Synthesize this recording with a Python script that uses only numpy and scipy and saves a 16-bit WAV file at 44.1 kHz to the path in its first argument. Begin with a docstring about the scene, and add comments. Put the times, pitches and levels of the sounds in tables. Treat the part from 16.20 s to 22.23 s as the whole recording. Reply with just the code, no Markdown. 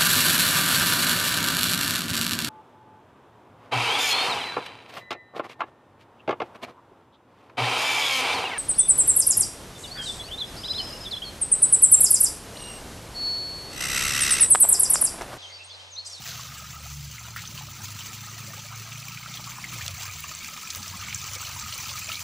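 """A broad wash of noise opens, swelling quickly and ebbing, as water pours from a plastic pipe into a muddy puddle.
Clumped drops patter, bubbles and the pipe's mouth ring, and two small engines drone far off over a rumble.
Plops stand out from the start, and then slaps and gushes; the engines speed up and slacken.
As the microphone walks up, the splashing grows as 1 / distance and the plinks ring clearer; later, dull thuds join.
Water is random impacts, filtered noise and decaying bubble tones; engines are harmonic sums."""
import sys
import numpy as np
from scipy import signal
from scipy.fft import rfft, irfft, next_fast_len
from scipy.io import wavfile
from scipy.ndimage import map_coordinates

SR = 44100
rng = np.random.default_rng(int(sys.argv[2]) if len(sys.argv) > 2 else 0)


def wav_record(signal):
    """Record a signal, one row per channel, as 16-bit PCM in the file named by sys.argv[1]."""
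    frames = np.transpose(np.atleast_2d(signal))
    bounded = np.clip(frames, -1, 1)
    # unit amplitude maps onto the largest positive 16-bit level
    quanta = np.round(bounded * 32767).astype(np.int16)
    wavfile.write(sys.argv[1], SR, quanta)


N = 266099  # length in samples

# The walk up to the puddle: start_s, distance_m
APPROACH = [(0, 2.45), (.6, 2.8), (2, 2.5), (3.3, 2.34), (4.2, 1.89), (5.6, 1.4), (6.03, 1.55)]
# Rises and dips of the pipe's flow: start_s, lift_db, length_s
GUSHES = [(1.632, 9, 0.046), (1.837, 4.5, 0.16), (3.49, 2.5, 0.32), (3.785, 3.5, 0.13), (4.85, -1, 0.13),
          (5.867, 0.5, 0.059)]
GUSH_RISE = 0.17  # share of its length that a gush takes to build up
SPATTER_DB = -35  # reference at 1 m, before gushes and each layer's own gain
# Spectrum of the spatter: frequency_hz, gain_db
SPATTER = [(150, -9.5), (450, -11.5), (750, -12.5), (1000, 1), (1250, -5), (1600, -3), (2800, 4.5),
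           (3600, 0.5), (4400, 3.5), (5200, 0), (7400, 0), (8300, -7), (11000, -12.5), (15200, -9)]
# Spectrum of the fine spray: frequency_hz, gain_db
SPRAY = [(3000, -14.5), (7000, 4.5), (9000, -2), (11500, 4.5), (13600, -9), (15200, -7.5)]
# Fine spray, and trickle of like-sized bubbles before a fixed cut: start_s, spray_db, trickle_db
MIST = [(0, -17, -26), (.7, -9.5, -35), (2.8, -12, -0.5), (3.6, -11, -1), (4.5, -10.5, -3), (5.5, -13.5, 0),
        (6.03, -5, 1.5)]
# Fixed resonances that colour the splashing: centre_hz, width_hz, lift_db
RESONANCES = [(1255, 115, 5.5), (2330, 330, 2), (5950, 450, 3.5), (6300, 300, 6.5), (6570, 220, -5),
              (7250, 700, 4.5), (13850, 600, -4), (14700, 700, 11), (15350, 650, 10)]
# Gurgle of air dragged under by the jet: start_s, level_db
CHURN = [(0, -60.5), (.45, -50), (.68, -55.5), (.8, -62), (.98, -53.5), (1.1, -53), (1.6, -53.5),
         (2.3, -50), (2.9, -52.5), (3.5, -50), (3.85, -49.5), (3.95, -56), (4.3, -52.5), (5.3, -47.5),
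         (6.03, -51.5)]
GLUG_DB = -10.5  # against the gurgle
# Hollow resonances of the pipe's mouth: centre_hz, width_hz, level_db
PIPE_MODES = [(1244, 53, 0), (1296, 61, 0.5)]
# Level of the pipe's ring: start_s, level_db
PIPE_DB = [(0, -59), (.5, -49), (.8, -55.5), (1.3, -55.5), (2.6, -53), (3.7, -55.5), (4.4, -53.5),
           (6.03, -48.5)]
PLINK_DB = -3  # against the splashing reference at 1 m
PLINK_GROWTH_DB = 3.5  # gained on the splashing with each halving of the distance
# The opening wash: start, level, swell and ebb
WASH_S, WASH_DB, WASH_RISE_S, WASH_T60_S = 0.033, -36.5, 0.062, 1.42
# Spectrum of the opening wash: frequency_hz, gain_db
WASH = [(200, -32), (400, -8.5), (700, 2), (1000, -9), (1400, 2), (2200, 1), (4200, 4.5), (6500, 3.5),
        (8500, -13), (12000, -4), (15000, -10)]
# Lumps of water: start_s, starting_db, t60_s, centre_hz
SPLASHES = [(1.162, -36.5, 0.18, 1800), (1.168, -45, 0.6, 3640), (3.058, -49, 0.12, 1600),
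            (3.608, -41, 0.16, 3820), (4.503, -25.5, 0.043, 5050), (4.81, -43, 0.38, 2350),
            (4.899, -43, 0.17, 2620), (4.924, -38, 0.077, 3350), (5.152, -29.5, 0.048, 5700),
            (5.889, -45, 0.27, 2600)]
# Large bubbles, before their tail: start_s, ring_peak_db, pitch_hz, splash_against_ring_db
PLOPS = [(.005, -44.5, 796, -11), (0.058, -35, 1890, 0), (.108, -31, 4100, 0), (.12, -38.5, 1430, -4),
         (0.194, -38, 1120, 3), (0.319, -41, 1270, -1), (0.982, -32, 2120, -10), (1.079, -42, 1015, 2),
         (1.162, -27, 1357, -11), (1.19, -31.5, 2040, -6), (1.24, -37, 1260, -10), (1.254, -31.5, 3530, -6),
         (1.377, -29, 2860, -3), (1.385, -40.5, 1030, 1), (1.41, -39.5, 857, -5), (1.486, -37.5, 1260, -17),
         (1.788, -33.5, 2760, 1), (1.807, -32, 2980, 1), (2.335, -34.5, 1230, -17),
         (2.396, -33.5, 3300, -5), (2.72, -34.5, 2600, 2), (2.757, -36, 2500, -14), (2.828, -33, 2490, -12),
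         (2.883, -29, 2430, -7), (2.974, -27.5, 2420, -11), (3.06, -33.5, 1340, -1), (3.14, -28, 3600, -4),
         (3.172, -31.5, 3270, -1), (3.241, -34, 4040, 2), (3.319, -31.5, 2300, -6), (3.383, -37, 1020, 1),
         (3.441, -25, 2140, -12), (3.448, -31, 1950, -12), (3.521, -32, 2510, -14), (3.527, -34, 1280, -14),
         (3.538, -30.5, 2310, -6), (3.61, -31, 1830, -6), (3.616, -29.5, 2430, -6), (3.865, -32, 2340, -11),
         (4.039, -27, 2690, -28), (4.042, -34, 1140, -3), (4.115, -34.5, 1260, -17),
         (4.224, -35, 2430, -15), (4.245, -27.5, 2320, -11), (4.288, -32.5, 2290, -8),
         (4.366, -32.5, 2390, -2), (4.376, -34, 1230, -10), (4.473, -30, 2460, -14),
         (4.629, -30.5, 4300, 6), (4.825, -32.5, 1250, -20), (4.835, -33.5, 2220, 1.5),
         (4.864, -41, 1480, 3), (4.885, -25, 2250, -18), (4.907, -31, 2270, -8), (4.927, -25.5, 2350, -1),
         (4.934, -34, 2380, -13), (5.23, -36, 1430, -15), (5.25, -29.5, 2950, -9), (5.267, -28, 4250, -11),
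         (5.363, -34.5, 980, -10), (5.462, -33, 1270, -27), (5.524, -27.5, 3000, 1), (5.538, -27, 4330, -4),
         (5.692, -29, 3270, 4.5), (5.715, -35, 1080, -10), (5.767, -33, 4300, 5), (5.891, -25, 2500, -10),
         (5.899, -30.5, 1290, -15), (5.917, -23, 2880, -1), (5.944, -27, 3380, -6), (5.955, -24, 4080, -5),
         (5.993, -29.5, 2560, -10)]
SPLASH_T60_S = 0.084
# Bubbles that glide upward, before their envelope: start_s, level_db, length_s, first_hz, last_hz
BLOOPS = [(0.127, -39, .022, 566, 800), (0.642, -38, 0.033, 605, 866), (1.586, -36, 0.027, 700, 870),
          (2.508, -30.5, 0.025, 677, 1426), (3.184, -34, 0.0203, 780, 870), (3.261, -28, 0.031, 856, 1436),
          (3.58, -29.5, 0.025, 785, 1560), (3.765, -39.5, 0.033, 622, 880), (3.804, -34, 0.053, 698, 1140),
          (4.57, -37, .03, 680, 1165), (4.718, -30.5, 0.037, 834, 1245), (5.149, -37.5, 0.021, 415, 515),
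          (5.584, -32, 0.034, 840, 1235), (5.872, -33.5, 0.024, 475, 744)]
# Drops slapping on wet mud, before their tail: start_s, peak_db, centre_hz, half_width_octaves
SLAPS = [(1.275, -28, 5670, 0.16), (2.884, -28, 4600, 0.96), (3.61, -38, 5200, 0.72),
         (3.663, -22, 4577, 0.48), (3.68, -17, 4370, 0.67), (3.822, -22, 5460, 0.48),
         (4.15, -24.5, 7200, 0.17), (4.246, -23.5, 5800, 0.37), (4.413, -30, 6400, .3),
         (4.502, -25, 5320, 0.56), (4.549, -21, 5200, 0.51), (4.679, -23.5, 5940, 0.35),
         (4.9455, -16.5, 6830, 0.12), (5.042, -22, 5900, 0.32), (5.153, -28, 5200, 0.59),
         (5.397, -21, 6400, 0.24)]
CRACK_T60_S = 0.011
# Flung droplets, before resonance and tail: start_s, peak_db
TICKS = [(1.164, -28), (1.645, -38), (2.884, -35), (4.005, -27), (4.3, -32), (4.559, -22.5), (4.568, -31),
         (5.152, -35), (5.579, -23), (5.793, -22.5), (5.927, -25)]
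TICK_HZ, TICK_T60_S = 11300, 0.011
# Dull low thuds: start_s, peak_db, length_s, pitch_hz
THUDS = [(3.591, -38.5, 0.12, 86), (3.68, -36, 0.093, 86), (4.56, -41, 0.065, 88), (4.58, -44, 0.055, 208),
         (4.682, -42, 0.09, 92), (4.74, -40, 0.029, 187), (4.788, -38, 0.053, 93), (4.85, -44, 0.062, 209),
         (5.324, -40, 0.078, 93), (5.412, -42, 0.069, 86), (5.429, -45, 0.041, 211)]
# Speed of the larger engine: start_s, firing_rate_hz
REVVING_HZ = [(0, 30.6), (.3, 29.4), (.55, 30), (.75, 28.8), (1.35, 27.7), (1.57, 25), (1.8, 25.9),
              (2.22, 27.4), (2.4, 26.7), (3, 29.8), (3.2, 29.9), (3.52, 31.2), (3.62, 28), (3.75, 27.6),
              (3.86, 24.3), (4.42, 20), (4.75, 23.8), (4.97, 24.9), (5.7, 22), (6.03, 21.7)]
# Loudness of the larger engine: start_s, level_db
REVVING_DB = [(0, -51), (.75, -48.5), (1.35, -45.5), (1.8, -46), (2.25, -42), (2.7, -46), (3, -45.5),
              (3.5, -48), (3.68, -45), (3.9, -49), (4.1, -57), (4.42, -65), (4.55, -52.5), (4.97, -45),
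              (5.15, -52), (5.35, -48.5), (6.03, -50)]
# Exhaust partials of the larger engine: multiple_of_firing_rate, level_db
REVVING_ORDERS = [(2, -22), (3, -25), (4, 7.5), (5, 2.5), (6, -2.5), (7, -13.5), (8, -12)]
# Speed of the smaller engine: start_s, firing_rate_hz
SMALL_HZ = [(0, 69), (.55, 73), (.8, 71.2), (1.43, 70.8), (3.75, 63), (4, 74.5), (4.28, 82.5), (5, 71),
            (6.03, 66)]
# Sound of the smaller engine: start_s, level_db, octave_against_fundamental_db
SMALL_DB = [(0, -57.5, 2), (.55, -49, -8), (.8, -38, 10), (.98, -52, 0), (1.43, -44, 15), (1.6, -64, 0),
            (3.75, -58, 2), (4, -49.5, -3), (4.28, -50, -4), (4.42, -64, 6), (5, -51, -7), (6.03, -63, 3)]
# Level of the distant rumble: start_s, deep_db, growl_db
RUMBLE_DB = [(0, -51.5, -57.5), (1, -53, -67), (1.35, -49.5, -52.5), (2.1, -56, -52.5), (2.75, -55, -61.5),
             (3.5, -59, -48.5), (3.8, -55, -65), (4.25, -60, -53), (4.4, -64, -52), (4.9, -48, -57.5),
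             (5.2, -57, -59), (6.03, -54, -58)]
# Spectrum of the deep part: frequency_hz, gain_db
RUMBLE = [(20, -22), (40, -36), (60, -14), (85, -1.5), (140, -3), (200, -14), (300, -29), (1000, -57)]
# Spectrum of the upper growl: frequency_hz, gain_db
GROWL = [(90, -7.5), (160, 2.5), (215, 3), (270, -6.5), (340, -7), (450, -24.5), (1200, -26)]
TOP_HZ = 15620  # upper band limit


def jet():
    """Impact noise and bubble resonance: spatter and spray surge in clumps over gurgling and fizzing bubbles."""
    spatter_db = jet_level()
    spray_db, trickle_db = curves(MIST)
    churn_db, = curves(CHURN)

    surge = clumps(rate=82, life=0.01, spread_db=-0.5, steady=0.99)
    spatter = tinted(surge * patter(rate=1700, spread_db=7.5, hiss_db=-11.0), SPATTER)
    flung = clumps(rate=170, life=0.0063, spread_db=12.0, steady=1.0)
    mist = unit(np.sqrt(surge) * flung * patter(rate=660, spread_db=0.0, hiss_db=-1.0))
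    spray = tinted(mist, SPRAY)

    gurgle = bubbles(count=3400, centre_hz=1495, octaves=0.541, cycles=4.7, spread_db=4.5, size=700)
    trickle = bubbles(count=420, centre_hz=2320, octaves=0.09, cycles=5.4, spread_db=2.0, size=600)
    fizz = bubbles(count=8000, centre_hz=4400, octaves=0.45, cycles=3, spread_db=5.5, size=300)

    surface = amp(-1.5) * in_puddle(spatter) + amp(-7.5) * in_puddle(fizz)
    near = amp(spray_db) * unit(resonant(spray)) + amp(trickle_db - 8.5) * in_puddle(trickle)
    return amp(spatter_db) * (surface + near) + amp(churn_db) * in_puddle(gurgle)


def jet_level():
    """Spherical spreading: the splashing grows as 1 / distance and follows each gush, in dB."""
    gush_db = sum(db * swell(s, length, GUSH_RISE) for s, db, length in GUSHES)
    distance_m, = curves(APPROACH)
    return SPATTER_DB - 20 * np.log10(distance_m) + gush_db


def in_puddle(x):
    """Scattering and resonance: the surroundings smear and colour a splashing sound, set to rms 1."""
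    return unit(resonant(scattered(x, t60=0.058, wet_db=1.5)))


def pipe():
    """Driven resonance: the falling water keeps the pipe's mouth ringing in short, uneven notes."""
    lumps = clumps(rate=29, life=0.0072, spread_db=1, steady=0.15)
    drive = lumps * patter(rate=500, spread_db=5, hiss_db=-8)
    ring = np.zeros(N)
    for hz, width, db in PIPE_MODES:
        band = [hz - width / 2, hz + width / 2]
        mode = signal.butter(2, band, "band", fs=SR, output="sos")
        ring += amp(db) * unit(signal.sosfilt(mode, drive))
    return amp(curves(PIPE_DB)[0]) * unit(ring)


def plinks():
    """Bubble resonance: drops beside the jet trap small bubbles that, when nearer, ring clear of the hiss."""
    swarm = bubbles(count=1600, centre_hz=5310, octaves=0.384, cycles=5.4, spread_db=3.0, size=500)
    near_db = -PLINK_GROWTH_DB * np.log2(curves(APPROACH)[0])
    heard = unit(resonant(scattered(swarm, t60=0.035, wet_db=-2.5)))
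    return amp(jet_level() + PLINK_DB + near_db) * heard


def wash():
    """Enveloped broadband noise: a broad wash of noise swells quickly and ebbs."""
    t = np.maximum(np.arange(N) / SR - WASH_S, 0)
    envelope = np.minimum(t / WASH_RISE_S, 1) * amp(WASH_DB - 60 * t / WASH_T60_S)
    hiss = tinted(patter(rate=2500, spread_db=9.0, hiss_db=0.5), WASH)
    return envelope * unit(hiss)


def glugs():
    """Low bubble resonance: big bubbles murmur in the churned puddle."""
    swarm = bubbles(count=200, centre_hz=703, octaves=0.378, cycles=4, spread_db=1, size=1400)
    return amp(curves(CHURN)[0] + GLUG_DB) * unit(scattered(swarm, t60=0.15, wet_db=-3.5))


def splashes():
    """Decaying impact noise: a whole lump of water lands and rains back in droplets."""
    out, t = np.zeros(N), np.arange(SR // 4) / SR
    for s, db, t60, hz in SPLASHES:
        add(out, s, amp(db) * splash(t, hz, t60, octaves=0.41))
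    return out


def plops():
    """Cavity closure: larger pockets of air close with a splash and ring briefly."""
    out, t = np.zeros(N), np.arange(SR // 10) / SR
    for s, db, hz, splash_db in PLOPS:
        ring = peaked(bubble(t, hz, cycles=5.4, rise=0.0033, onset=0.64))
        burst = peaked(splash(t, 1.16 * hz, SPLASH_T60_S, octaves=0.45))
        add(out, s, amp(db) * (ring + amp(splash_db) * burst))
    return scattered(out, t60=0.2, wet_db=-9)


def bloops():
    """Rising bubble resonance: a big bubble nears the surface, wobbling up in pitch and louder, then fading."""
    out = np.zeros(N)
    for s, db, length, from_hz, to_hz in BLOOPS:
        u = np.linspace(0, 1, int(length * SR))
        turns = np.cumsum(from_hz * (to_hz / from_hz) ** u) / SR
        knots = np.clip(rng.standard_normal(10), -1.5, 1.5)
        flutter = np.interp(u, np.linspace(0, 1, 10), knots)
        # the same flutter, reversed in time, disturbs the phase
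        ring = amp(3 * flutter) * np.sin(2 * np.pi * (turns + 0.15 * flutter[::-1]))
        envelope = np.interp(u, [0, 0.35, 0.62, 1], [0.082, 0.095, 0.33, 0.18])
        add(out, s, amp(db) * envelope * ring)
    return scattered(out, t60=0.15, wet_db=-6.5)


def slaps():
    """Short impacts: drops crack on wet mud, broad and dry or narrow and pinging; the smallest burst into spray."""
    out, spray, t = np.zeros(N), np.zeros(N), np.arange(SR // 20) / SR
    for s, db, hz, octaves in SLAPS:
        add(out, s, amp(db) * peaked(splash(t, hz, CRACK_T60_S, octaves)))
    for s, db in TICKS:
        add(spray, s, amp(db) * peaked(splash(t, TICK_HZ, TICK_T60_S, octaves=1.0)))
    return scattered(out + resonant(spray), t60=0.13, wet_db=-14)


def thuds():
    """Enveloped tones: dull, uneven bumps in the bass, each a few wavering cycles long."""
    out = np.zeros(N)
    for s, db, length, hz in THUDS:
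        u = np.linspace(0, 1, int(length * SR))
        waver = np.interp(u, np.linspace(0, 1, 6), rng.standard_normal(6))
        envelope = np.interp(u, [0, 0.3, 0.65, 1], [0.11, 0.99, 0.78, 0.082])
        add(out, s, amp(db) * envelope * np.sin(2 * np.pi * (hz * length * u + 0.092 * waver)))
    return out


def traffic():
    """Superposition: two distant engines sound over a diffuse low rumble."""
    deep_db, growl_db = curves(RUMBLE_DB)
    small_db, octave_db = curves(SMALL_DB)
    diffuse = rumble(deep_db, RUMBLE, lumps_db=2.5) + rumble(growl_db, GROWL, lumps_db=3.0)
    revving = engine(curves(REVVING_HZ)[0], curves(REVVING_DB)[0], REVVING_ORDERS)
    small = engine(curves(SMALL_HZ)[0], small_db, [(1, 0), (2, octave_db)])
    return diffuse + revving + small


def engine(rate_hz, level_db, orders):
    """Harmonic series: exhaust partials line up in one puff per firing, and the puffs vary in strength."""
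    turns = np.cumsum(rate_hz * (1 + 0.006 * wobble(7))) / SR
    knots = np.clip(rng.standard_normal(N // 100), -1.5, 1.5)
    puff_db = 2 * map_coordinates(knots, [turns], order=1)  # one knot per firing
    drone = np.zeros(N)
    for k, db in orders:
        level = amp(db + 2.5 * wobble(7))
        drone += level * np.cos(2 * np.pi * (round(k) * turns + 0.02 * wobble(12)))
    strength = np.sqrt(sum(amp(db) ** 2 for k, db in orders))
    return amp(level_db) * unit(drone / strength * amp(puff_db))


def rumble(level_db, spectrum, lumps_db):
    """Modulated noise: a low rumble arrives in uneven lumps."""
    lumpy = amp(lumps_db * wobble(20)) * rng.standard_normal(N)
    return amp(level_db) * unit(tinted(lumpy, spectrum))


def clumps(rate, life, spread_db, steady):
    """Random arrivals with exponential decay: each lump lands at once and drains away."""
    sizes = amp(spread_db * np.clip(rng.standard_normal(N), -2, 2)) ** 2
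    landed = (rng.random(N) < rate / SR) * sizes
    power = signal.lfilter([1], [1, -np.exp(-1 / (life * SR))], landed)
    return unit(np.sqrt(power / power.mean() + steady))


def patter(rate, spread_db, hiss_db):
    """Shot noise: tiny impacts of very unequal size on a bed of hiss."""
    struck = rng.random(N) < rate / SR
    sizes = amp(spread_db * np.clip(rng.standard_normal(N), -3, 2.5))
    clicks = struck * rng.choice([-1, 1], N) * sizes
    return unit(unit(clicks) + amp(hiss_db) * rng.standard_normal(N))


def bubble(t, hz, cycles, rise, onset=0.33):
    """Damped oscillation: a trapped bubble swells and rings, rising in pitch as it nears the surface."""
    age = t * hz / cycles  # in decay times
    envelope = np.exp(-age) * (1 - np.exp(-t * hz / onset))
    return envelope * np.sin(2 * np.pi * hz * t * (1 + rise * np.minimum(age, 4) / 2))


def bubbles(count, centre_hz, octaves, cycles, spread_db, size):
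    """Sum of damped oscillators: bubbles of random pitch and strength, each size samples long, at rms 1."""
    pitch, strength, life = np.clip(rng.standard_normal((count, 3)), -2.4, 2.4).T
    start = rng.integers(0, N, count)
    hz = np.minimum(centre_hz * 2 ** (octaves * pitch), SR / 3)[:, None]
    t = np.arange(size) / SR
    # the same energy in a larger bubble is spread over a longer, softer ring
    strengths = np.sqrt(hz) * amp(spread_db * np.minimum(strength, 1.6))[:, None]
    rings = strengths * bubble(t, hz, cycles * np.exp(0.74 * life)[:, None], rise=0.055)
    faded = rings * (1 - t / t[-1])
    where = start[:, None] + np.arange(size)
    return unit(np.bincount(where.ravel(), faded.ravel(), N)[:N])


def splash(t, hz, t60, octaves):
    """Band-limited decaying noise: a ragged burst of tiny impacts around hz, before decay at rms 1."""
    edges = np.clip([hz / 2 ** octaves, hz * 2 ** octaves], 100, SR * 0.45)
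    sizes = amp(6 * np.clip(rng.standard_normal(len(t)), -2, 2))
    grains = rng.standard_normal(len(t)) * sizes
    b, a = signal.butter(2, edges, "band", fs=SR)
    return unit(signal.lfilter(b, a, grains)) * amp(-60 * t / t60)


def scattered(x, t60, wet_db, size=1024):
    """Diffuse reflection: rippling water and the banks add a short tail that changes from moment to moment."""
    t = np.arange(4 * size) / SR
    pieces = np.pad(x, (0, -N % size)).reshape(-1, size)
    envelope = amp(-60 * t / t60) * (1 - np.exp(-t / 0.00046))
    tails = rng.standard_normal((len(pieces), len(t))) * envelope
    tails /= np.linalg.norm(tails, axis=1, keepdims=True)
    answers = signal.fftconvolve(pieces, tails, axes=1)
    # overlap-add every piece's own tail
    where = size * np.arange(len(pieces))[:, None] + np.arange(answers.shape[1])
    return x + amp(wet_db) * np.bincount(where.ravel(), answers.ravel())[:N]


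def resonant(x):
    """Resonance: fixed peaks and dips colour x."""
    def lift_db(hz):
        return sum(db / (1 + (2 * (hz - centre) / width) ** 2) for centre, width, db in RESONANCES)
    return shaped(x, lift_db)


def tinted(x, points):
    """Spectral shaping: colour x by (frequency_hz, gain_db) points on a log axis."""
    f, db = np.transpose(points)
    return shaped(x, lambda hz: np.interp(np.log(hz + 1), np.log(f), db))


def shaped(x, gain_db):
    """Causality: a minimum-phase filter, built from the cepstrum, with the given dB gain over frequency."""
    size = 2 * next_fast_len(N // 2 + SR // 4)
    cepstrum = irfft(np.log(amp(gain_db(np.fft.rfftfreq(size, 1 / SR)))))
    cepstrum[1:size // 2] *= 2
    cepstrum[size // 2 + 1:] = 0
    return irfft(rfft(x, size) * np.exp(rfft(cepstrum)))[:N]


def swell(s, length, rise):
    """Linear envelope: from 0 up to 1 and back; rise is the share of its length spent going up."""
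    return np.interp((np.arange(N) / SR - s) / length, [0, np.clip(rise, 0.01, 0.99), 1], [0, 1, 0])


def wobble(rate):
    """Slow random modulation: a smooth curve with rate knots a second."""
    return map_coordinates(rng.standard_normal(N // 20), [np.arange(N) * rate / SR], mode="wrap")


def curves(rows):
    """Linear interpolation: one value per sample for each column after the time."""
    s, *cols = np.transpose(rows)
    return [np.interp(np.arange(N) / SR, s, c) for c in cols]


def add(track, s, sound):
    """Superposition: mix a sound into the track at s seconds."""
    start = int(np.clip(round(s * SR), 0, N))
    track[start:start + len(sound)] += sound[:N - start]


def amp(db):
    """Logarithmic level: decibels to amplitude gain."""
    return 10 ** (np.asarray(db) / 20)


def unit(x):
    """Power normalisation: scale to rms 1."""
    return x / np.sqrt(np.mean(x ** 2) + 1e-20)


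def peaked(x):
    """Peak normalisation: scale to peak 1."""
    return x / np.abs(x).max()


def scene():
    """Superposition: all sources add at one microphone, which feeds both channels."""
    water = jet() + pipe() + plinks() + glugs()
    events = splashes() + plops() + bloops() + slaps()
    mono = water + wash() + events + thuds() + traffic()
    return np.array([mono, mono])


def record(dry):
    """Band limitation: the recorder keeps nothing above its upper limit."""
    size = next_fast_len(N + SR // 4)
    passed = np.fft.rfftfreq(size, 1 / SR) < TOP_HZ
    return irfft(rfft(dry, size) * passed, size)[:, :N]


dry = scene()
out = record(dry)
wav_record(out)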